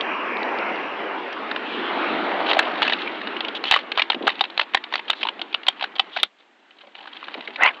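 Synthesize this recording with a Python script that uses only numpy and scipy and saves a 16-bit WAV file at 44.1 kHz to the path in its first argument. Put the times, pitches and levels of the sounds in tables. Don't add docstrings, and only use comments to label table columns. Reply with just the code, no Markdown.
import sys
import numpy as np
from scipy import signal
from scipy.io import wavfile
from scipy.ndimage import uniform_filter1d

SR = 44100
rng = np.random.default_rng(int(sys.argv[2]) if len(sys.argv) > 2 else 0)


def transcribe(signal):
    frames = np.atleast_2d(signal).T
    limited = np.clip(frames, -1, 1)
    pcm = np.round(limited * 32767).astype(np.int16)
    wavfile.write(sys.argv[1], SR, pcm)


N = 343980
SLIP_DRAWS = 11


def gain_of(db):
    return 10 ** (np.asarray(db) / 20)


def unit_rms(x):
    return x / np.sqrt(np.mean(x ** 2) + 1e-20)


def log_interp(points, hz):
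    f, value = np.transpose(points)
    return np.interp(np.log(hz + 1), np.log(f + 1), value)


def add(mix, start_s, sound):
    part = mix[round(start_s * SR):][:len(sound)]
    part += sound[:len(part)]


def filtered(x, hz, kind, order):
    return signal.sosfilt(signal.butter(order, np.clip(hz, 20, 20000), kind, fs=SR, output="sos"), x)


def resonate(x, hz, width_hz, stages=1):
    carrier = np.exp(2j * np.pi * np.cumsum(hz * np.ones(len(x))) / SR)
    pole = np.exp(-np.pi * width_hz / SR)
    for _ in range(stages):
        x = 2 * (carrier * signal.lfilter([1 - pole], [1, -pole], x / carrier)).real
    return x


def microphone(x):
    x = filtered(x, 191.4, "high", order=10) + gain_of(-30) * x
    x = filtered(x, 3340, "low", order=6) + gain_of(-18) * x
    return filtered(x, 7800, "low", order=16)


def traffic():
    # t/s, level/dB, hissing share/0-1
    background = [(0, -27.5, 0), (0.68, -25, 0), (.96, -29.5, 0.4), (1.3, -30.5, 0.6), (1.6, -29, 0.82),
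                  (2.06, -23.5, 1), (2.65, -27.5, 0.6), (3.401, -31.5, 0.96), (3.751, -37.5, 0.6),
                  (4.408, -40.5, 1), (4.839, -44, 0.98), (5.399, -41.5, 1), (6.263, -45.5, 0.3),
                  (6.277, -63.5, 0.3), (6.901, -55.5, 0.98), (7.201, -47, 0.87), (7.8, -43, 0.5)]
    # f/Hz, density/dB
    dull_car = [(100, -13), (190, -17), (300, -7), (600, -7.5), (990, -6), (1300, -8.5), (2100, -10),
                (2800, -11), (3500, -28.5), (5800, -27.5), (7500, -67.5)]
    # f/Hz, density/dB
    hissing_car = [(100, -10), (190, -21.5), (330, -5), (500, -12.5), (850, -10), (1500, -11.5),
                   (2900, -15.5), (4000, -17), (4700, -26.5), (5500, -33.5), (7500, -59)]
    # f/Hz, width/Hz, level/dB re tyre noise
    engine = [(199.8, 11, -31), (326, 42, -16)]
    frames, hz = N // 128 + 5, np.fft.rfftfreq(512, 1 / SR)
    real, imag, patches, drifts = rng.standard_normal((frames, 257, 4)).T
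    drifts = unit_rms(uniform_filter1d(uniform_filter1d(drifts, size=14, axis=1), size=8, axis=0))
    patches = unit_rms(uniform_filter1d(uniform_filter1d(patches, size=3, axis=0), size=36, axis=1))
    at_s, db, share = np.transpose(background)
    share = np.interp(np.arange(frames) * 128 / SR, at_s, share)
    dull_db, hiss_db = log_interp(dull_car, hz)[:, None], log_interp(hissing_car, hz)[:, None]
    colour = gain_of((1 - share) * dull_db + share * hiss_db)
    spectra = (real + 1j * imag) * colour / np.linalg.norm(colour, axis=0) * gain_of(2 * patches + drifts)
    tyres = unit_rms(signal.istft(spectra, nperseg=512, noverlap=384)[1][:N])
    drone = sum(gain_of(g) * unit_rms(resonate(rng.standard_normal(N), f, w)) for f, w, g in engine)
    return (tyres + drone) * gain_of(np.interp(np.arange(N) / SR, at_s, db))


def yard_echoes(x, t60_s=.063):
    taps = np.zeros(8000)
    at = np.arange(120, 7980, 20) + rng.integers(0, 20, 393)
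    taps[at] = rng.choice([-1., 1.], len(at)) * gain_of(-60 * at / SR / t60_s)
    return signal.oaconvolve(x, taps / np.linalg.norm(taps))[:N]


def paws(push_t60_s=.032, soil_t60_s=.13):
    # t/s, level/dB, f/Hz
    landings = [(0.458, -23.5, 326), (4.144, -23, 366), (4.16, -24, 257), (4.207, -17, 324),
                (4.235, -17.5, 354), (4.261, -20, 482), (6.834, -38, 596), (6.871, -39.5, 523),
                (7.352, -28, 443), (7.375, -23, 328), (7.484, -29, 353)]
    out, t = np.zeros(N), np.arange(2000) / SR
    soils = filtered(rng.standard_normal((len(landings), len(t))), 1100, "low", order=4)
    for (at_s, db, hz), soil in zip(landings, soils):
        push = np.sin(2 * np.pi * hz * t) * gain_of(-60 * t / push_t60_s)
        crumble = .38 * unit_rms(resonate(soil, hz, 500)) * gain_of(-60 * t / soil_t60_s)
        add(out, at_s, gain_of(db) * (push + crumble) * np.minimum(t / .0011, 1))
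    return out


def vocal_folds(t, pulse_hz, breath, leak):
    jitter = .29 * unit_rms(uniform_filter1d(rng.standard_normal(len(t)), 300))
    cycles = np.cumsum(pulse_hz * (1 + jitter)) / SR
    flaps = np.diff(np.floor(cycles), prepend=0) * gain_of(3.9 * rng.standard_normal(len(t)))
    puffs = (leak + np.exp(-(cycles % 1) / .3)) * rng.standard_normal(len(t))
    return (1 - breath) * unit_rms(flaps) + breath * unit_rms(puffs)


def growls(swell_db=18):
    # t/s, length/s, mid level/dB, throat f/Hz
    calls = [(.3, 0.45, -34, 850), (1.949, 1, -27.5, 670), (6.941, 0.15, -48.5, 790)]
    out = np.zeros(N)
    for at_s, length_s, db, hz in calls:
        t = np.arange(0, length_s, 1 / SR)
        throat = resonate(vocal_folds(t, pulse_hz=110, breath=.6, leak=.5), hz, 380, stages=2)
        arch_db = -swell_db * (2 * t / length_s - 1) ** 2
        add(out, at_s, unit_rms(throat) * gain_of(db + arch_db) * signal.windows.tukey(len(t), .1))
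    return out


def snort():
    # t/s, level/dB, nostril opening/factor on f
    blast = [(7.574, -39, 0.51), (7.6, -25, 0.72), (7.624, -14, 0.98), (7.659, -12.5, 0.98),
             (7.686, -17.5, 1.21), (7.7, -27, 0.89), (7.731, -49, 0.64)]
    # f/Hz, width/Hz, gain/dB
    formants = [(950, 420, -3.5), (1400, 820, -4), (2010, 270, 5.5), (2630, 320, 1), (4000, 310, -13)]
    at_s, db, opening = np.transpose(blast)
    out, t = np.zeros(N), np.arange(at_s[0], at_s[-1], 1 / SR)
    air = vocal_folds(t, pulse_hz=65, breath=1, leak=.7)
    opening = np.interp(t, at_s, opening)
    nose = sum(gain_of(g) * resonate(air, f * opening, w, stages=2) for f, w, g in formants)
    envelope = gain_of(np.interp(t, at_s, db)) * signal.windows.tukey(len(t), .1)
    add(out, at_s[0], unit_rms(filtered(nose, 5100, "low", order=6)) * envelope)
    return out


def scrapes():
    # t/s, length/s, level/dB, f/Hz
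    strokes = [(1.624, 0.19, -35, 3000), (3.544, 0.039, -27, 3280), (3.65, 0.055, -25.5, 3200),
               (5.129, 0.15, -38, 3680), (6.1, 0.15, -36, 3370)]
    out = np.zeros(N)
    for at_s, length_s, db, hz in strokes:
        t = np.arange(0, length_s, 1 / SR)
        rasp = resonate(rng.standard_normal(len(t)), hz, 1100, stages=2)
        add(out, at_s, gain_of(db) * unit_rms(rasp) * signal.windows.tukey(len(t), .6))
    return out


def knocks(rise_s=.002, t60_s=.02):
    # t/s, level/dB, f/Hz
    hits = [(2.513, -16, 885), (2.568, -3, 714), (4.101, -10, 795), (4.2695, -12, 890), (4.409, -6.5, 812),
            (5.2515, -10, 960), (5.2695, -16, 980), (5.287, -16.5, 960), (5.394, -22, 730),
            (5.683, -7, 795), (5.823, -12.5, 790), (5.9945, -5, 807), (6.167, -11.5, 740)]
    out, t = np.zeros(N), np.arange(1500) / SR
    for at_s, db, hz in hits:
        body = np.sin(2 * np.pi * hz * t * (1 - 4 * t))
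        add(out, at_s, body * gain_of(db - 60 * t / t60_s) * np.minimum(t / rise_s, 1))
    return out


def snaps(leads_hz, focus_db_per_oct, draws, spread_s, bend_db=14, crunch_t60_s=.011):
    # f/Hz, level/dB, t60/s
    wall_modes = [(907, 4, 0.0052), (1334, 1.5, 0.0048), (2555, 4.5, 0.0045), (3076, 3, 0.0071),
                  (3573, 3.5, 0.0082), (4250, 2, 0.0075), (5190, -13, 0.012), (5830, 0.5, 0.0023)]
    t, out = np.arange(600) / SR, np.zeros((len(draws), 1100))
    for sound, lead_hz, focus, slips in zip(out, leads_hz, focus_db_per_oct, draws):
        small = lead_hz > 3900
        lead_mode = (lead_hz, -3 if lead_hz < 1100 else 3, .009)
        hz, db, t60_s = np.transpose(wall_modes + [lead_mode])[:, :, None]
        db = db - focus * abs(np.log2(hz / lead_hz))
        noise = filtered(rng.standard_normal((len(slips), len(t))), max(3700, lead_hz), "low", order=8)
        crunch = noise * gain_of(-4 - 4 * small - 60 * t / crunch_t60_s)
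        for k, (timing, side, *bend) in enumerate(slips):
            bend = np.array(bend)[:, None] - .5
            decay = gain_of(db + bend_db * bend - 60 * t / t60_s)
            rings = decay * np.sin(2 * np.pi * hz * (1 + .2 * bend[::-1]) * t)
            slip = (rings.sum(axis=0) + crunch[k]) * np.minimum(t / .00056, 1)
            start_s = spread_s / (1 + small) * (k + timing * (k > 0)) / len(slips)
            add(sound, start_s, np.sign(side - .5) * gain_of(-2.5 * k) * slip)
    out = filtered(out, 750, "high", order=2)
    out = filtered(out, 6200, "low", order=4)
    return out / abs(microphone(out)).max(axis=1, keepdims=True)


def crinkle(snaps_per_s=2200, squeeze_db_per_s=360, release_db_per_s=329):
    # t/s, level/dB
    bites = [(2.504, -18.5), (2.58, -23), (2.84, -18.5), (2.92, -22), (3.737, -11.5), (3.998, -24),
             (4.288, -26), (4.406, -29.5), (4.601, -29.5), (4.951, -30.5), (5.101, -30.5), (5.22, -32.5),
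             (5.688, -32.5), (5.829, -31.5), (6.189, -31.5), (6.408, -52.5), (6.814, -44)]
    # t/s, level/dB
    pull = [(2.4, -34), (2.7, -35.5), (3.0, -34.5), (3.3, -50.5), (5.15, -57), (6.2, -51), (6.3, -72),
            (6.92, -60.5), (6.98, -43), (7.8, -44)]
    sizes = gain_of(7.9 * np.minimum(rng.exponential(1, N), 4))
    impulses = sizes * (rng.random(N) < snaps_per_s / SR)
    kind, draws = rng.integers(0, 10, N), rng.random((10, 2, SLIP_DRAWS))
    shapes = snaps(1500 + 2200 * draws[:, 0, 0], np.full(len(draws), 1.5), draws, spread_s=.0055)
    crackle = sum(signal.oaconvolve(impulses * (kind == k), shape)[:N] for k, shape in enumerate(shapes))
    t = np.arange(0, N / SR, .002)
    pressure = gain_of(np.interp(t, *np.transpose(pull), left=-90))
    for at_s, db in bites:
        drop_db = np.maximum(squeeze_db_per_s * (at_s - t), release_db_per_s * (t - at_s))
        pressure = np.hypot(pressure, gain_of(db - drop_db))
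    return unit_rms(crackle) * np.interp(np.arange(N) / SR, t, pressure)


def cracks():
    # t/s, peak level/dB, lead ring f/Hz
    peaks = [(0.0086, -11, 3580), (0.3688, -24, 4100), (0.4298, -21.5, 4000), (0.586, -22, 4610),
             (0.758, -28, 4600), (1.327, -27.5, 5400), (1.5132, -12, 1540), (1.5608, -11.5, 1480),
             (2.4817, -19, 1560), (2.5005, -12, 2800), (2.5127, -4.5, 3060), (2.531, -5, 2010),
             (2.5675, -13, 2530), (2.5907, 0, 1520), (2.6264, -17.5, 2820), (2.6523, -17.5, 2850),
             (2.7552, -16.5, 2180), (2.8192, -2.5, 1520), (2.8267, -5.5, 2770), (2.8659, -13, 1720),
             (2.878, -7, 2750), (2.897, -7, 2090), (2.9223, -8.5, 1690), (2.9332, -7, 2820),
             (3.0178, -19, 2370), (3.075, -16.5, 2640), (3.214, -18.5, 1800), (3.2716, -12.5, 1640),
             (3.3652, -15, 2630), (3.4056, -10, 3180), (3.4474, -11.5, 2940), (3.4833, -14, 3160),
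             (3.55, -14, 3130), (3.639, -9.5, 3760), (3.653, -13, 2780), (3.711, 1, 3200),
             (3.7214, -2, 2740), (3.741, -9.5, 3260), (3.7617, -2.5, 1140), (3.9173, -9.5, 2770),
             (3.9747, -5.5, 950), (3.9839, -6, 1400), (3.9946, -4.5, 2460), (4.0182, -4, 2630),
             (4.1002, -3.5, 3040), (4.1187, -11.5, 2890), (4.1303, -16, 1720), (4.145, -14, 2860),
             (4.224, -22.5, 3400), (4.2687, -9.5, 2900), (4.2764, -2.5, 1410), (4.2897, -9.5, 1880),
             (4.3017, -10.5, 2570), (4.353, -25.5, 3880), (4.3927, -21, 3170), (4.4085, -2.5, 3570),
             (4.439, -12, 3100), (4.451, -20, 2900), (4.5, -26.5, 3680), (4.5763, -5.5, 3940),
             (4.5944, -2.5, 1907), (4.613, -9.5, 2890), (4.736, -18, 1810), (4.746, -0.4, 1690),
             (4.771, -14.5, 1910), (4.839, -18, 3180), (4.9246, -13, 890), (4.938, -6, 1950),
             (4.955, -8, 4070), (4.977, -20.5, 2980), (4.9926, -17, 1810), (5.0803, -20, 3100),
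             (5.099, 0, 3540), (5.1096, -13, 3020), (5.1308, -16, 1820), (5.2302, -6.5, 2940),
             (5.251, -16, 2900), (5.2692, -15.5, 3240), (5.2865, -9.5, 3070), (5.393, -20, 2930),
             (5.4149, -11.5, 3270), (5.5274, -23, 2700), (5.543, -5.5, 3160), (5.633, -22, 3000),
             (5.6665, -12.5, 3530), (5.6824, 0, 3440), (5.796, -23, 2870), (5.81, -14.5, 3070),
             (5.825, -11.5, 3350), (5.839, -11, 1660), (5.9547, -24, 3300), (5.962, -21, 3100),
             (5.9839, -20, 3280), (5.9947, -1, 3370), (6.1634, -12.5, 1620), (6.1708, -11.5, 3000),
             (6.199, -19, 3840), (6.231, 3, 3640), (6.707, -35, 3150), (6.7855, -38.5, 3250),
             (6.869, -38.5, 2480), (6.9517, -24.5, 2630), (7.056, -26.5, 1150), (7.073, -27.5, 1620),
             (7.13, -29, 3080), (7.167, -26, 3150), (7.2278, -23.5, 1210), (7.2395, -25, 2740),
             (7.2823, -20, 1310), (7.341, -16.5, 2450), (7.346, -20.5, 2270), (7.407, -22, 2700),
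             (7.4746, -19.5, 2160), (7.546, -33.5, 2860), (7.559, -17, 2630), (7.659, -5.5, 2010)]
    out, draws = np.zeros(N), rng.random((len(peaks), 4, SLIP_DRAWS))
    times_s, db, hz = np.transpose(peaks)
    focus_db_per_oct = np.clip(-.15 * db, 1.5, 3)
    sounds = gain_of(db)[:, None] * snaps(hz, focus_db_per_oct, draws, spread_s=.005)
    for at_s, sound in zip(times_s, sounds):
        add(out, at_s, sound)
    return out


def scene():
    near = cracks() + crinkle() + knocks() + paws() + growls() + snort() + scrapes()
    return (near + gain_of(-15.5) * yard_echoes(near) + traffic())[None]


def record(dry, overload=.7, rail=.86, band_hz=8400, edge_hz=16600):
    swing = microphone(dry + gain_of(-54) * rng.standard_normal(dry.shape))
    band_fir = signal.firwin(255, band_hz, window=("kaiser", 11), fs=SR)
    clipped = signal.oaconvolve(np.clip(swing, -overload, overload), band_fir[None], "same")
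    spray = filtered(np.clip(swing, -rail, rail) - swing, band_hz, "high", order=4)
    out = clipped + gain_of(-4.5) * spray + gain_of(-100) * rng.standard_normal(dry.shape)
    edge_fir = signal.firwin(511, edge_hz, window=("kaiser", 9), fs=SR)
    return signal.oaconvolve(out, edge_fir[None], "same")


dry = scene()
out = record(dry)
transcribe(out)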